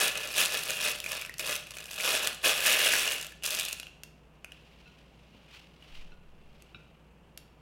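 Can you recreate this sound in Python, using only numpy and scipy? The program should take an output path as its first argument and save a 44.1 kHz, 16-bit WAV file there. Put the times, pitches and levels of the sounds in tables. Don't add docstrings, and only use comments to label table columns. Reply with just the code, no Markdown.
import sys
import numpy as np
from scipy import signal
from scipy.fft import rfft, irfft
from scipy.io import wavfile
from scipy.ndimage import uniform_filter1d

SR = 44100
rng = np.random.default_rng(int(sys.argv[2]) if len(sys.argv) > 2 else 0)


def master_out(mix):
    frames = np.transpose(np.atleast_2d(mix))
    ceiling = np.clip(frames, -1, 1)
    pcm = np.round(ceiling * 32767).astype(np.int16)
    wavfile.write(sys.argv[1], SR, pcm)


N = 335595
TIME = np.arange(N) / SR


def from_db(db):
    return 10 ** (np.asarray(db) / 20)


def rms_one(x):
    return x / np.sqrt(np.mean(x ** 2) + 1e-20)


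def opening_one(x, size=132):
    return x / np.sqrt(np.mean(x[:size] ** 2))


def local_rms(x, seconds):
    width = int(seconds * SR)
    power = uniform_filter1d(uniform_filter1d(x * x, width), width)
    return np.sqrt(np.abs(power) + 1e-12)


def add(out, s, sound):
    start = max(round(s * SR), 0)
    out[start:start + len(sound)] += sound[:N - start]


def cut(x, hz, kind, order=2):
    return signal.sosfilt(signal.butter(order, hz, kind, fs=SR, output="sos"), x + 1e-18)


def resonate(x, hz, width_hz):
    r = np.exp(-np.pi * width_hz / SR)
    feed = [(1 - r * r) / 2, 0, (r * r - 1) / 2]
    feedback = [1, -2 * r * np.cos(2 * np.pi * hz / SR), r * r]
    return signal.lfilter(feed, feedback, x + 1e-18)


def colour(x, spectrum, size=4096):
    hz, db = np.transpose(spectrum)
    grid = np.maximum(np.arange(size // 2 + 1) * SR / size, 1)
    log_gain = np.log(from_db(np.interp(np.log(grid), np.log(hz), db)))
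    cepstrum = irfft(log_gain)[:size // 2]
    cepstrum[1:] *= 2
    impulse = irfft(np.exp(rfft(cepstrum, size)))
    return signal.oaconvolve(x, impulse)[:len(x)]


def burst(t60, seconds):
    t = np.arange(int(seconds * SR)) / SR
    noise = rng.standard_normal(len(t)) * from_db(-60 * t / t60)
    return noise / np.linalg.norm(noise)


def mode(hz, t60, seconds):
    t = np.arange(int(seconds * SR)) / SR
    return np.sin(2 * np.pi * hz * t) * from_db(-60 * t / t60)


def slow_noise(per_s):
    knots = rng.standard_normal(1000)
    return rms_one(np.interp(TIME * per_s, np.arange(len(knots)), knots))


def movements(rows, sag_db_per_s, release_db_per_s):
    attack_rise_db = 22.5
    power = 1e-12
    for s, attack_s, hold_s, level_db in rows:
        t = TIME - s
        swell = attack_rise_db * np.minimum(t, 0) / attack_s
        sag = sag_db_per_s * np.clip(t, 0, hold_s)
        release = release_db_per_s * np.maximum(t - hold_s, 0)
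        power = power + from_db(np.maximum(level_db + swell - sag - release, -150)) ** 2
    return np.sqrt(power)


def room_air():
    # frequency in Hz, relative level in dB per Hz.
    room_tone = [(20, -14.5), (35, -2), (80, -5.5), (110, -6), (160, 3), (260, -6.5), (500, -7.5),
                 (1000, -14), (2000, -21.5), (2800, -17.5), (4000, -39.5), (7000, -36), (16000, -42.5)]
    return from_db(-60.0) * rms_one(colour(rng.standard_normal(N), room_tone))


def appliance_hum():
    # frequency in Hz, level of the sine in dB rms, time in seconds by which it has faded out.
    hum_tones = [(58.8, -63, 9), (81, -77.5, 9), (125.4, -65.5, 2.1), (154.3, -68.5, 9)]
    hum = np.zeros(N)
    for hz, level_db, end_s in hum_tones:
        waver = rms_one(resonate(rng.standard_normal(N), hz, width_hz=6))
        running = np.clip((end_s - TIME) / 0.46, 0, 1)
        tone = np.sqrt(2) * np.sin(2 * np.pi * hz * TIME)
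        hum += from_db(level_db) * running * (tone + 0.16 * waver)
    return hum


def puff():
    # time in seconds, level in dB.
    draught = [(5.87, -86), (5.91, -46), (6.04, -40.5), (6.19, -51), (6.55, -56.5), (6.8, -75)]
    s, level_db = np.transpose(draught)
    air = rms_one(cut(rng.standard_normal(N), [7, 17], "band"))
    return from_db(np.interp(TIME, s, level_db)) * air


def cloth():
    # time of full speed in seconds, attack in seconds, hold in seconds, level in dB.
    brushes = [(4.55, 0.16, 0.47, -62.5), (5.4, 1, 0.14, -63), (5.54, 0.079, .01, -51.5),
               (5.95, 0.33, 0.038, -54), (6.6, 0.54, 0.24, -66.5)]
    # frequency in Hz, relative level in dB per Hz.
    fabric = [(300, -22.5), (1000, -7), (1800, -7), (2800, 3), (3700, -5), (5000, -9.5), (8000, -21),
              (15000, -28)]
    rest_db = -74.5
    unevenness_db = 2.2 * rms_one(cut(rng.standard_normal(N), 56, "low"))
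    fibres = rng.standard_normal(N) * from_db(unevenness_db)
    moving = movements(brushes, sag_db_per_s=8, release_db_per_s=113)
    speed = np.hypot(moving, from_db(rest_db))
    return speed * rms_one(colour(fibres, fabric))


def bumps():
    # start in seconds, peak in dB.
    thuds = [(5.346, -44.5), (6.746, -47)]
    out = np.zeros(N)
    for s, peak_db in thuds:
        thud = cut(burst(0.09, seconds=.2), [90, 280], "band")
        add(out, s, from_db(peak_db) * thud / np.abs(thud).max())
    return out


def strike(knocks, modes):
    out = np.zeros(N)
    for s, level_db, length in knocks:
        for hz, mode_db, t60 in modes:
            ring = mode(hz, t60 * length, seconds=.5) * rng.choice([-1, 1])
            add(out, s, from_db(level_db + mode_db) * ring)
    return out


def bowl_clinks():
    # start in seconds, level in dB added to every mode, ratio that scales the ring times.
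    clinks = [(4.858, -59, 1.8), (6.12, -51.5, 0.26)]
    # frequency in Hz, relative level in dB, unscaled 60 dB decay in seconds.
    bowl = [(1445, -4.5, 0.42), (2650, 2, 0.16), (2640, -2, 0.054), (4100, -5.5, 0.13), (5720, -16.5, .17)]
    return strike(clinks, bowl)


def dish_knock():
    # start in seconds, level in dB added to every mode, ratio that scales the ring times.
    knocks = [(6.7465, -44, 0.75)]
    # frequency in Hz, relative level in dB, unscaled 60 dB decay in seconds.
    dish = [(1160, -13, .05), (1400, -7, 0.15), (1496, -5, .06), (2400, -6.5, 0.18), (2606, 3.5, 0.041),
            (2930, -9, 0.073), (3780, -8, 0.11), (3840, -4, .05), (5360, -25, .2)]
    return strike(knocks, dish)


def slide():
    # time of full force in seconds, attack in seconds, hold in seconds, level in dB.
    slides = [(2.46, 0.073, 0.16, -53), (2.655, 0.12, 0.28, -30.5), (3.12, 0.28, 0.0067, -36)]
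    # resonance in Hz, width in Hz, relative level in dB.
    wall = [(560, 150, -8.5), (1690, 180, -3.5), (2198, 390, -3.5), (2830, 130, 1.5)]
    slips = (rng.random(N) < 450 / SR) * from_db(2.3 * rng.standard_normal(N))
    rub = np.zeros(N)
    for hz, width_hz, level_db in wall:
        rub += from_db(level_db) * resonate(slips * rng.standard_normal(N), hz, width_hz)
    force = movements(slides, sag_db_per_s=6.5, release_db_per_s=177)
    return force * rub / local_rms(rub, seconds=0.097)


def snaps(rows):
    # frequency in Hz, relative level in dB per Hz.
    crack_tone = [(150, -17), (600, -5.5), (1000, -12.5), (1600, -6), (4000, 2.5), (7000, 3), (12000, -0.5),
                  (16000, -9.5)]
    # ratio to the ring pitch, level in dB before random scatter, 60 dB decay in seconds.
    patch = [(.25, -14, 0.017), (.58, -5, 0.0076), (.86, -5.5, .008), (1, 1, 0.02), (1.14, -2, .009)]
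    out = np.zeros(N)
    for s, crack_db, ring_db, hz in rows:
        pop = burst(.0085, seconds=.05) + from_db(-14) * burst(.04, seconds=.05)
        spread = 1 - np.exp(-np.arange(len(pop)) / (.0004 * SR))
        crack = colour(pop * spread, crack_tone)
        ring = np.zeros(len(pop))
        for ratio, mode_db, t60 in patch:
            gain = from_db(mode_db + rng.normal(0, 1.3)) * rng.choice([-1, 1])
            ring += gain * mode(ratio * hz, t60, seconds=.05)
        add(out, s, from_db(crack_db + 0.5) * opening_one(crack))
        add(out, s, from_db(ring_db + 0.5) * opening_one(ring * spread))
    return out


def small_snaps(crackle, count=200):
    per_s = 15
    crack_offset_db, ring_offset_db, scatter_db = 2.5, -1.5, 3.5
    ring_hz, ring_scatter_hz = 2676, 190
    follows = 0.52
    threshold_db = -56.5
    times = np.cumsum(rng.gamma(2, .5 / per_s, count))
    crackle_db = np.interp(times, TIME, 20 * np.log10(crackle))
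    force_db = -35 + follows * (crackle_db + 35)
    crack, ring, pitch = rng.standard_normal((count, 3)).T
    crack_db = force_db + crack_offset_db + scatter_db * crack
    ring_db = force_db + ring_offset_db + scatter_db * ring
    rows = np.transpose([times, crack_db, ring_db, ring_hz + ring_scatter_hz * pitch])
    return snaps(rows[crackle_db > threshold_db])


def big_snaps():
    # start in seconds, crack in dB, ring in dB (both over the first 3 ms, before a lift of 0.5 dB),
    # ring pitch in Hz.
    creases = [(0.1546, -52, -32, 2560), (0.1743, -31.5, -44.5, 2650), (0.3923, -30, -25, 2720),
               (0.4581, -26, -43, 2540), (0.6347, -32, -49.5, 3000), (0.7046, -29, -28, 2800),
               (1.0018, -33.5, -41, 3040), (1.0411, -38, -36, 2450), (1.0618, -44, -30.5, 2470),
               (1.1183, -31.5, -37, 2450), (1.2205, -42, -36, 2330), (1.2492, -42.5, -35.5, 2560),
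               (1.2949, -46, -36, 1880), (1.34, -44, -46, 2630), (1.3949, -30.5, -33, 2430),
               (1.5541, -31.5, -33.5, 2510), (1.6694, -48, -45, 2510), (1.7685, -43, -40.5, 2540),
               (1.8046, -42.5, -44, 2820), (2.0008, -40.5, -30, 2370), (2.1507, -27.5, -24.5, 2880),
               (2.2722, -22.5, -32, 2780), (2.6795, -30, -28.5, 2690), (2.8693, -51, -21, 2700),
               (2.9363, -29, -23.5, 1670), (3.0771, -32, -24.5, 2940), (3.212, -35, -52.5, 2670),
               (3.2265, -36, -53, 3090), (3.267, -40, -45, 2940), (3.3215, -52, -50, 1740),
               (3.4241, -54.5, -42.5, 2920), (3.4355, -34, -37.5, 2700), (3.441, -35, -38, 2680),
               (3.4537, -33, -44.5, 2750), (3.4752, -33, -40, 2910), (3.5058, -30, -45, 2860),
               (3.5489, -30, -33, 2770), (3.5971, -25, -32, 2430), (3.6841, -35, -34.5, 2700),
               (3.7281, -29, -36.5, 2830), (3.7985, -36, -38, 2510), (3.8303, -49, -39.5, 2850),
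               (3.8682, -55, -41.5, 2760), (4.0346, -41, -44, 2750), (4.4452, -46.5, -38.5, 2500),
               (4.5197, -52, -43, 2860), (5.8243, -66, -50, 2874), (6.6219, -53.5, -59, 2604),
               (7.3752, -41, -48, 2770)]
    return snaps(creases)


def gripping():
    # time of full force in seconds, attack in seconds, hold in seconds, crackle above 3.5 kHz in dB,
    # rustle of the wide panels at 400-2200 Hz in dB; both levels before the crinkle's final trim.
    grips = [(-0.008, 0.071, 0.048, -27, -32), (0.171, 0.043, 0.08, -43, -40.5),
             (0.39, 0.13, 0.034, -27, -33.5), (0.539, 0.092, 0.04, -34.5, -38),
             (0.696, 0.13, 0.0091, -36.5, -40.5), (0.851, 0.21, 0.029, -31, -37),
             (1.125, 0.19, 0.039, -39, -42.5), (1.399, 0.026, 0.011, -39.5, -42.5),
             (1.47, .08, 0.059, -36, -39), (1.708, .08, 0.11, -52, -51.5), (1.889, 0.062, 0.14, -45.5, -55),
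             (2.067, 0.16, 0.096, -31, -34), (2.237, 0.1, 0.012, -34.5, -36),
             (2.445, 0.024, .058, -28, -31), (2.572, .06, 0.11, -34.5, -41),
             (2.663, 0.054, 0.075, -26.5, -35), (2.834, 0.26, 0.17, -28, -35),
             (3.064, 0.2, 0.071, -34, -41.5), (3.243, .06, 0.012, -54, -54),
             (3.442, 0.016, 0.042, -36, -48), (3.513, 0.039, 0.11, -35.5, -44.5),
             (3.698, 0.12, 0.027, -45.5, -59)]
    s, attack_s, hold_s, crackle_db, panels_db = np.transpose(grips)
    gains = []
    for level_db in (crackle_db, panels_db):
        rows = np.transpose([s, attack_s, hold_s, level_db])
        gains.append(movements(rows, sag_db_per_s=12, release_db_per_s=161))
    return gains


def buckles(per_s, spread_db, facet_t60, tilt_db, pitch_db, patchy_db, count=24):
    sizes = from_db(spread_db * np.minimum(rng.exponential(1, N), 4.5)) * rng.choice([-1, 1], N)
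    flips = sizes * (rng.random(N) < per_s / SR)
    facet = rng.integers(0, count, N)
    tilts = np.linspace(-tilt_db, tilt_db, count)
    pitches = np.geomspace(1550, 14500, count)
    out = np.zeros(N)
    for k, (tilt, hz) in enumerate(zip(tilts, pitches)):
        rattle = burst(facet_t60 * np.sqrt(3000 / hz), seconds=.012)
        low = cut(rattle, 3000, "low", order=1)
        pitched = from_db(pitch_db) * resonate(rattle, hz, hz / 5)
        rattle = low * from_db(-tilt) + (rattle - low) * from_db(tilt) + pitched
        strain = from_db(patchy_db * slow_noise(per_s=38))
        out += signal.oaconvolve(flips * strain * (facet == k), rattle)[:N]
    return out


def treble_ticks():
    tiny = (rng.random(N) < 220 / SR) * from_db(1.2 * np.minimum(rng.exponential(1, N), 3))
    decay = np.exp(-1 / (.0005 * SR))
    specks = signal.lfilter([1], [1, -decay], tiny) * rng.standard_normal(N)
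    return from_db(-6) * rms_one(cut(specks, 7500, "high"))


def crinkle(crackle, panels):
    # frequency in Hz, relative level in dB per Hz.
    film_tone = [(60, -22.5), (150, -12), (300, -4), (480, 0.5), (900, -3.5), (1400, 2.5), (2200, -7),
                 (3300, -3), (4200, -2), (7000, -6), (11000, -6.5), (16000, -14.5)]
    # frequency in Hz, width in Hz, lift in dB.
    resonances = [(520, 23, 5), (608, 37, 9), (1735, 65, 6.5), (2536, 190, 14), (2810, 150, 11)]
    per_s = 950 * (panels / from_db(-39)) ** .62
    grains = buckles(per_s, spread_db=1.5, facet_t60=0.015, tilt_db=4.5, pitch_db=7.0, patchy_db=0.5)
    even_grains = grains / local_rms(grains, seconds=0.14)
    plain = colour(even_grains + treble_ticks(), film_tone)
    film = plain
    for hz, width_hz, lift_db in resonances:
        film = film + (from_db(lift_db) - 1) * resonate(plain, hz, width_hz)
    worked = crackle > from_db(-70)
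    treble_rms = np.std(cut(film, 3500, "high")[worked])
    body_rms = np.std(cut(film, [400, 2200], "band", order=4)[worked])
    low = cut(film, 2700, "low", order=1)
    return from_db(-1) * (panels * low / body_rms + crackle * (film - low) / treble_rms)


def kitchen(x, wet_db):
    body_t60_s, treble_t60_s = 0.55, .27
    body = cut(burst(body_t60_s, seconds=.6), 5000, "low")
    treble = cut(burst(treble_t60_s, seconds=.6), 5000, "high")
    tail = np.concatenate([np.zeros(int(.004 * SR)), body + 0.47 * treble])
    return x + from_db(wet_db) * signal.oaconvolve(x, tail)[:N]


def scene():
    surroundings = room_air() + appliance_hum() + puff() + cloth()
    dishes = bumps() + bowl_clinks() + dish_knock()
    crackle, panels = gripping()
    bag = slide() + small_snaps(crackle) + big_snaps() + crinkle(crackle, panels)
    return (kitchen(bag + dishes, wet_db=-6.0) + surroundings)[None]


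def record(dry):
    return signal.sosfilt(signal.ellip(10, .2, 80, 15950, fs=SR, output="sos"), dry)


dry = scene()
out = record(dry)
master_out(out)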